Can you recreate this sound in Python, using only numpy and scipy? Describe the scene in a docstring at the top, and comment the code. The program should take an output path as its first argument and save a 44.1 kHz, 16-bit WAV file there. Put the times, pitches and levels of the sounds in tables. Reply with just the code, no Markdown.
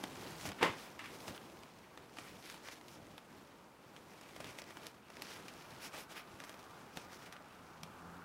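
"""A starched cotton headscarf is smoothed, folded and tucked round a head in a small wood-panelled room.
Stick-slip friction of its threads hisses, stiff creases buckle with a snap, and pats push out soft puffs
of air. Moving bodies bump dully over a low room noise. Early on, something hard and wooden clacks and
settles elsewhere in the room, ringing in its modes. Towards the end a distant vehicle draws nearer
outside, with a rush, a tyre note and an engine drone."""
import sys
import numpy as np
from scipy import signal
from scipy.fft import rfft, irfft, next_fast_len
from scipy.io import wavfile
from scipy.ndimage import uniform_filter1d

SR = 44100
rng = np.random.default_rng(int(sys.argv[2]) if len(sys.argv) > 2 else 0)


def unload_wav(signal):
    """Save mono or channel-first audio to the path in sys.argv[1] as 16-bit WAV at rate SR, clipped to [-1, 1]."""
    wavfile.write(
        sys.argv[1],
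        SR,
        np.round(np.clip(np.atleast_2d(signal).T, -1, 1) * 32767).astype(np.int16),
    )


N = 363560
TIME = np.arange(N) / SR
TOP_HZ = 15750

# spectrum of the cloth's hiss as the microphone picks it up: frequency_hz, gain_db
HISS_SPECTRUM = [(200, -14), (1500, -18), (3000, -3), (4200, -3), (5500, 0.5), (7500, -6.5), (11800, -7.5),
                 (13000, -16), (14400, -9), (16000, -14)]


def undb(db):
    """Decibels to amplitude ratio."""
    return 10 ** (np.asarray(db) / 20)


def unit(x):
    """Normalisation to rms 1."""
    return x / np.sqrt(np.mean(x ** 2) + 1e-18)


def curve(table):
    """Linear interpolation of (time_s, value) rows, one value per sample."""
    return np.interp(TIME, *np.transpose(table))


def add(out, start_s, x):
    """Superposition of x on out from start_s on."""
    i = int(np.clip(start_s * SR, 0, N - 1))
    out[i:i + len(x)] += x[:N - i]


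def band(x, low_hz, high_hz):
    """Causal band-pass filter."""
    return signal.sosfilt(signal.butter(2, [low_hz, high_hz], "band", fs=SR, output="sos"), x)


def high_pass(x, hz):
    """Causal high-pass filter."""
    return signal.sosfilt(signal.butter(2, hz, "high", fs=SR, output="sos"), x)


def colour(x, points, size=4096):
    """Minimum-phase filter through (frequency_hz, gain_db) points, made by folding the cepstrum."""
    hz, db = np.transpose(points)
    grid = np.maximum(np.arange(size // 2 + 1) * SR / size, 1)
    cepstrum = irfft(np.log(undb(np.interp(np.log(grid), np.log(hz), db))))
    cepstrum[1:size // 2] *= 2
    cepstrum[size // 2 + 1:] = 0
    return signal.fftconvolve(x, irfft(np.exp(rfft(cepstrum))))[:len(x)]


def wander(rate_hz):
    """Smooth random modulation of rms 1."""
    hold = int(SR / rate_hz)
    steps = np.repeat(rng.standard_normal(N // hold + 1), hold)
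    return unit(uniform_filter1d(steps, hold)[:N])


def effort_db():
    """Level envelope of the hands' activity between strokes."""
    # how busily the hands shift on the cloth: time_s, effort_db
    activity = [(0, 5.5), (.42, 8), (.57, 1), (.95, -5), (1.33, 4.5), (1.48, -2), (2.05, -6), (2.8, -2.5),
                (3.85, -8), (4.4, 2.5), (4.85, -0.5), (5.01, -10), (5.2, 3), (5.68, 3.5), (6.05, -6),
                (6.63, 1.5), (6.87, -2.5), (8.24, -5)]
    return curve(activity)


def slips(per_s, spread_db):
    """Stick-slip as a random impulse train: most slips are tiny, a few large."""
    size = undb(spread_db * np.minimum(rng.exponential(size=N), 5))
    return unit((rng.random(N) < per_s / SR) * size * rng.choice([-1, 1], N))


def shifting_folds(x, depth_db=2.0, rate_hz=14, bands=9):
    """Time-varying filtering: as the folds change shape, each band swells and fades on its own."""
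    size = next_fast_len(N, True)
    spectrum = rfft(x, size)
    hz = np.arange(len(spectrum)) * SR / size
    centres_hz = np.geomspace(1000, TOP_HZ, bands)
    parts = (irfft(spectrum * np.interp(hz, centres_hz, weights), size)[:N] for weights in np.eye(bands))
    return unit(sum(part * undb(depth_db * wander(rate_hz)) for part in parts))


def crackle(per_s, spread_db, decay_s, band_hz):
    """Small wrinkles release elastic energy, each in an exponentially decaying burst of noise."""
    releases = np.abs(slips(per_s, spread_db))
    envelope = signal.lfilter([1], [1, -np.exp(-1 / (decay_s * SR))], releases)
    return unit(band(envelope * rng.standard_normal(N), *band_hz))


def rubbing(rise=0.59, fall=0.44, steepness=2.2, grip_db=1.67):
    """Stick-slip friction: threads catch and slip, and wrinkles crackle, more often at higher speed."""
    # strokes of cloth over cloth: peak_s, length_s, hiss_db, rasp_relative_db
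    strokes = [(0.467, 0.037, -53.5, 1), (0.831, 0.15, -60, 3.5), (1.15, 0.14, -62.5, -9),
               (1.229, 0.038, -58.5, -3), (1.29, 0.048, -56, -6), (1.363, .025, -59.5, -1),
               (2.196, 0.037, -62.5, 7), (2.283, 0.17, -61, 2.5), (2.503, 0.13, -58.5, -1.5),
               (2.701, 0.11, -60, 1), (2.933, 0.068, -63.5, -13), (4.487, 0.073, -61.5, 5.5),
               (4.593, .021, -57, -10), (4.708, 0.033, -62.5, 4), (4.86, 0.067, -63, 4),
               (5.33, 0.1, -58, 1), (5.857, 0.058, -54.5, 0.5), (5.942, 0.026, -58, 5),
               (5.997, 0.071, -55.5, 0), (6.12, 0.028, -58.5, 1.5), (6.182, 0.054, -57.5, 5.5),
               (6.47, 0.13, -64.5, 4), (7.008, 0.08, -60.5, 0.5), (7.144, 0.05, -59, -0.5),
               (7.253, 0.084, -65, 1.5)]
    # spectrum of the rasping weave: frequency_hz, gain_db
    rasp_spectrum = [(60, -9), (130, -4), (500, 2.5), (1000, 0.5), (1600, 1), (2500, 1), (3400, -6),
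                     (5000, -12.5), (9000, -36)]
    base_hiss = undb(-68 + effort_db())
    hiss_power = base_hiss ** 2
    rasp_power = undb(-63.5 + 0.47 * effort_db()) ** 2
    for peak_s, length_s, hiss_db, rasp_relative_db in strokes:
        width_s = length_s * np.where(TIME < peak_s, rise, fall)  # speeds up more slowly than it stops
        swell = np.exp(-(np.abs(TIME - peak_s) / width_s) ** steepness)
        hiss_power += swell * undb(hiss_db) ** 2
        rasp_power += swell * undb(hiss_db + rasp_relative_db) ** 2
    speed = (hiss_power / hiss_power.max()) ** 0.25
    hiss = shifting_folds(colour(slips(12000 * speed, spread_db=0.9), HISS_SPECTRUM))
    rasp = shifting_folds(colour(slips(9000 * speed, spread_db=2.2), rasp_spectrum))
    wrinkles = crackle(150 * speed, spread_db=1.8, decay_s=0.0012, band_hz=(880, 4050))
    ticks = crackle(90 * speed, spread_db=1.5, decay_s=0.0008, band_hz=(1600, 6800))
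    grip = undb(grip_db * wander(rate_hz=70))
    sliding = undb(-2) * np.sqrt(hiss_power) * hiss + undb(-1) * np.sqrt(rasp_power) * rasp
    crackle_gain = np.sqrt(base_hiss * np.sqrt(hiss_power))  # a stroke lifts it half as many dB as hiss
    return grip * sliding + crackle_gain * (undb(-3) * wrinkles + undb(-5) * ticks)


def room_noise(steady_db=-61, shuffle_db=-52.5, fade_db_per_s=6):
    """Incoherent sources add in power: the steady room, a fading shuffle and swishing sleeves."""
    # spectrum of the low indoor noise: frequency_hz, gain_db
    spectrum = [(20, -25), (65, -5), (150, 1.5), (340, 1.5), (600, -3), (950, -3.5), (2000, -14),
                (5000, -21), (16000, -29)]
    shuffle = undb(shuffle_db - fade_db_per_s * TIME)
    sleeves = undb(-61.5 + 0.64 * effort_db())
    envelope = np.sqrt(undb(steady_db) ** 2 + shuffle ** 2 + sleeves ** 2)
    return unit(colour(rng.standard_normal(N), spectrum)) * envelope * undb(wander(rate_hz=12))


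def creases(lead_s=0.00038, decay_s=0.0014, stretch_per_db=0.19, tail=0.17, tail_s=0.01, spread=0.17):
    """Buckling: a stiff fold gives way in a brief burst with a snap, a hollow body and a crisp edge."""
    # the larger creases snapping: peak_s, level_db, body_relative_db, edge_relative_db
    buckles = [(0.038, -40, 2.5, -7), (0.2742, -53.5, -6, -10), (0.454, -48, 5.5, -3),
               (.4902, -46.5, -10, -3), (.518, -48, 2, -9), (1.059, -50, -11, -6), (1.2795, -51.5, 7.5, 2),
               (1.634, -57, -1, -4), (1.9753, -51.5, -1, -12), (2.1705, -53, -2, -11),
               (2.1859, -47.5, 1, -8), (2.4998, -50.5, -5, -3), (2.543, -53, -1, -7),
               (2.686, -48.5, 0, -14), (2.812, -57.5, 2, -8), (2.883, -54.5, -12, -2),
               (3.18, -51, -2.5, -7), (3.9645, -53, -11, -11), (4.2114, -58, 5, 0), (4.363, -53.5, 4, -3.5),
               (4.403, -53.5, 10, 0.5), (4.444, -48.5, -3, -7), (4.587, -48.5, -1, -8),
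               (4.6188, -52, 1.5, -4), (4.706, -56, 2, -6), (4.7705, -52, 1.5, -8), (4.8678, -48, -3, 0.5),
               (5.1015, -55.5, 2, -4.5), (5.169, -51.5, -0.5, -8), (5.221, -45, -5, 0),
               (5.4832, -48.5, -16.5, -7), (6.4026, -49, -4, -5.5), (6.438, -55, 5.5, 0),
               (6.494, -51.5, 2, -2.5), (6.5421, -57, 1, -4), (6.972, -45.5, 1.5, -4.5),
               (7.326, -51, -16, -3.5), (7.3651, -55, 1, -18), (7.8333, -49, -1, 0.5)]
    out, t = np.zeros(N), TIME[:SR // 20] - 0.005
    for peak_s, level_db, body_db, edge_db in buckles:
        pitch_ratio = np.exp(spread * (2 * rng.random() - 1))
        release_s = decay_s * np.exp(stretch_per_db * body_db)  # big hollow folds take longer
        release = np.exp(-np.abs(t) / release_s) + tail * np.exp(-np.abs(t) / tail_s)
        envelope = np.where(t < 0, np.exp(-np.abs(t) / lead_s), release)
        bursts = rng.standard_normal((3, len(t))) * envelope
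        snap = unit(band(bursts[0], 1500 * pitch_ratio, 3500 * pitch_ratio))
        body = unit(band(bursts[1], 244 * pitch_ratio, 1240 * pitch_ratio))
        edge = unit(band(colour(bursts[2], HISS_SPECTRUM), 3200, 13500))
        grain = snap + undb(body_db) * body + undb(edge_db) * edge
        add(out, peak_s + t[0], undb(level_db) * grain / np.sqrt(10))  # energy lies in a tenth of it
    return out


def pats():
    """Air displacement: patted or flapping, slack cloth pushes out a soft, low puff."""
    # pats and flaps of the scarf: peak_s, level_db, length_s
    puffs = [(0.484, -47.5, 0.079), (1.294, -49, 0.05), (2.334, -59, 0.15), (3.007, -59.5, 0.27),
             (4.454, -58.5, 0.15), (6.973, -54, 0.028)]
    # spectrum of a puff of air: frequency_hz, gain_db
    spectrum = [(30, -13), (70, -2.5), (160, 2.5), (260, -6), (600, -8), (2000, -36)]
    swell = sum(undb(db) * np.exp(-(2 * (TIME - peak_s) / length_s) ** 2) for peak_s, db, length_s in puffs)
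    return swell * unit(colour(rng.standard_normal(N), spectrum))


def clacks(chatter_s=0.0033, body_hz=1400, ring_t60_s=0.26, room_t60_s=0.3):
    """Impact excitation: short hard contacts ring the damped modes of a wooden body and fill the room."""
    # the wood touches, clacks home and settles: start_s, level_db, low_relative_db, room_relative_db
    contacts = [(.585, -52, -4.5, 15), (.611, -42, 1.5, 13), (0.6253, -32.5, 0, 7), (0.629, -20.5, -5, 1.5),
                (.992, -41.5, -28, 5), (1.041, -42, -25, 4.5)]
    # modes of the wooden body: frequency_hz, relative_db
    modes = [(168, -0.5), (340, -4), (447, 3.5), (522, 1), (910, -4), (1005, -8), (1043, 1), (1142, 1),
             (1800, -6), (2002, -4), (2080, -2.5), (2202, -5)]
    # spectrum of a contact and its echoes: frequency_hz, gain_db
    spectrum = [(40, -30), (120, -16), (170, 0), (320, 0), (750, -2.5), (1000, 2), (1360, -3.5), (2200, -6),
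                (3400, -12), (4100, -19), (8750, -30), (16000, -41)]
    out, t = np.zeros(N), TIME[:SR // 2]
    room_decay = undb(-60 * t / room_t60_s) * (1 - np.exp(-t / 0.002))
    for start_s, level_db, low_db, room_db in contacts:
        noise = rng.standard_normal((2, len(t)))
        chatter = 0.23 * noise[0] * np.exp(-t / chatter_s)
        crack = unit(colour((t == 0) + chatter, spectrum))  # one impulse, then the surfaces chatter
        echoes = unit(colour(noise[1] * room_decay, spectrum))
        tones = sum(undb(db) * np.sin(2 * np.pi * hz * t) * rng.choice([-1, 1]) for hz, db in modes)
        ring = unit(tones * undb(-60 * t / ring_t60_s))
        blow = undb(level_db) * (undb(-1) * crack + undb(-2) * ring + undb(room_db - 1) * echoes) / 10
        # light touches hardly move the heavy body
        add(out, start_s, undb(low_db) * blow + (1 - undb(low_db)) * high_pass(blow, body_hz))
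    return out


def thud(landing_s=0.6277, peak_db=-17.5, push_s=0.00036, low_hz=130):
    """A band-limited force pulse: one rounded push as the wood lands, and its rebound."""
    push = band(np.exp(-((TIME - landing_s) / push_s) ** 2), low_hz, TOP_HZ)
    return undb(peak_db) * push / np.abs(push).max()


def bumps(attack_s=0.0055, decay_s=0.01):
    """Heavily damped oscillation: a soft knock sets off a few low cycles."""
    # dull bumps of the moving bodies: start_s, level_db, pitch_hz
    knocks = [(0.692, -42, 112), (5.721, -50.5, 106), (6.333, -54, 92), (7.827, -49.5, 175)]
    out, t = np.zeros(N), TIME[:SR // 2]
    swell = (1 - np.exp(-(t / attack_s) ** 2)) * np.exp(-t / decay_s)
    for start_s, level_db, pitch_hz in knocks:
        add(out, start_s, undb(level_db) * swell / swell.max() * np.sin(2 * np.pi * pitch_hz * t))
    return out


def vehicle_rush():
    """Level rises as distance falls: the wavering broadband noise of an approaching vehicle."""
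    # the vehicle draws nearer: time_s, level_db
    approach = [(0, -78), (5, -68), (5.6, -63), (7.5, -61.5), (8.24, -57.5)]
    # spectrum of its rush: frequency_hz, gain_db
    spectrum = [(150, -13), (550, -17.5), (740, -6), (880, -3), (1000, -5), (1300, -3.5), (1500, -5),
                (1900, -18.5), (4000, -43.5)]
    return unit(colour(rng.standard_normal(N), spectrum)) * undb(curve(approach) + wander(rate_hz=7.6))


def tyre_whine(pitch_hz=1197, drift=0.009, level_db=-69, start_s=6.1, rise_s=0.12):
    """Random frequency and amplitude modulation: the tyres sing a narrow, wavering note."""
    phase = 2 * np.pi * np.cumsum(pitch_hz * (1 + drift * wander(rate_hz=6))) / SR
    note = unit(np.sin(phase) * undb(5.6 * wander(rate_hz=12)))
    return undb(level_db) * note * np.clip((TIME - start_s) / rise_s, 0, 1)


def engine(pitch_hz=86, drift=0.0443, nearest_db=-61.5, rise_db_per_s=9):
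    """A harmonic series, strongest on the second: the engine's drone grows through the walls."""
    phase = 2 * np.pi * np.cumsum(pitch_hz * (1 + drift * wander(rate_hz=18))) / SR
    drone = unit(0.5 * np.sin(phase) + np.sin(2 * phase) + 0.5 * np.sin(3 * phase))
    level_db = nearest_db - rise_db_per_s * (TIME[-1] - TIME)
    return drone * undb(level_db + 3.1 * wander(rate_hz=18))


def reverberation(x, low_t60_s=0.29, high_t60_s=0.075, split_hz=3000):
    """A diffuse field: convolution with a noise tail of unit energy whose treble dies first."""
    t = TIME[:SR // 2]
    noise = rng.standard_normal(len(t))
    low = band(noise, 29, split_hz)
    tail = low * undb(-60 * t / low_t60_s) + (noise - low) * undb(-60 * t / high_t60_s)
    tail *= 1 - np.exp(-(t / 0.0027) ** 2)  # the first walls take a moment to answer
    return signal.fftconvolve(x, tail / np.linalg.norm(tail))[:N]


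def scene():
    """Superposition in one channel; the cloth is close, so its direct sound outweighs the room."""
    cloth = rubbing() + creases() + pats() + bumps()
    indoors = cloth + undb(-16) * reverberation(cloth) + clacks() + thud() + room_noise()
    outdoors = vehicle_rush() + tyre_whine() + engine()
    return (indoors + outdoors)[None]


def record(dry):
    """Band limiting: the microphone rolls off the deepest bass and the recorder cuts the top."""
    thinned = high_pass(dry, hz=26)
    return signal.sosfilt(signal.ellip(10, 0.2, 70, TOP_HZ, fs=SR, output="sos"), thinned)


dry = scene()
out = record(dry)
unload_wav(out)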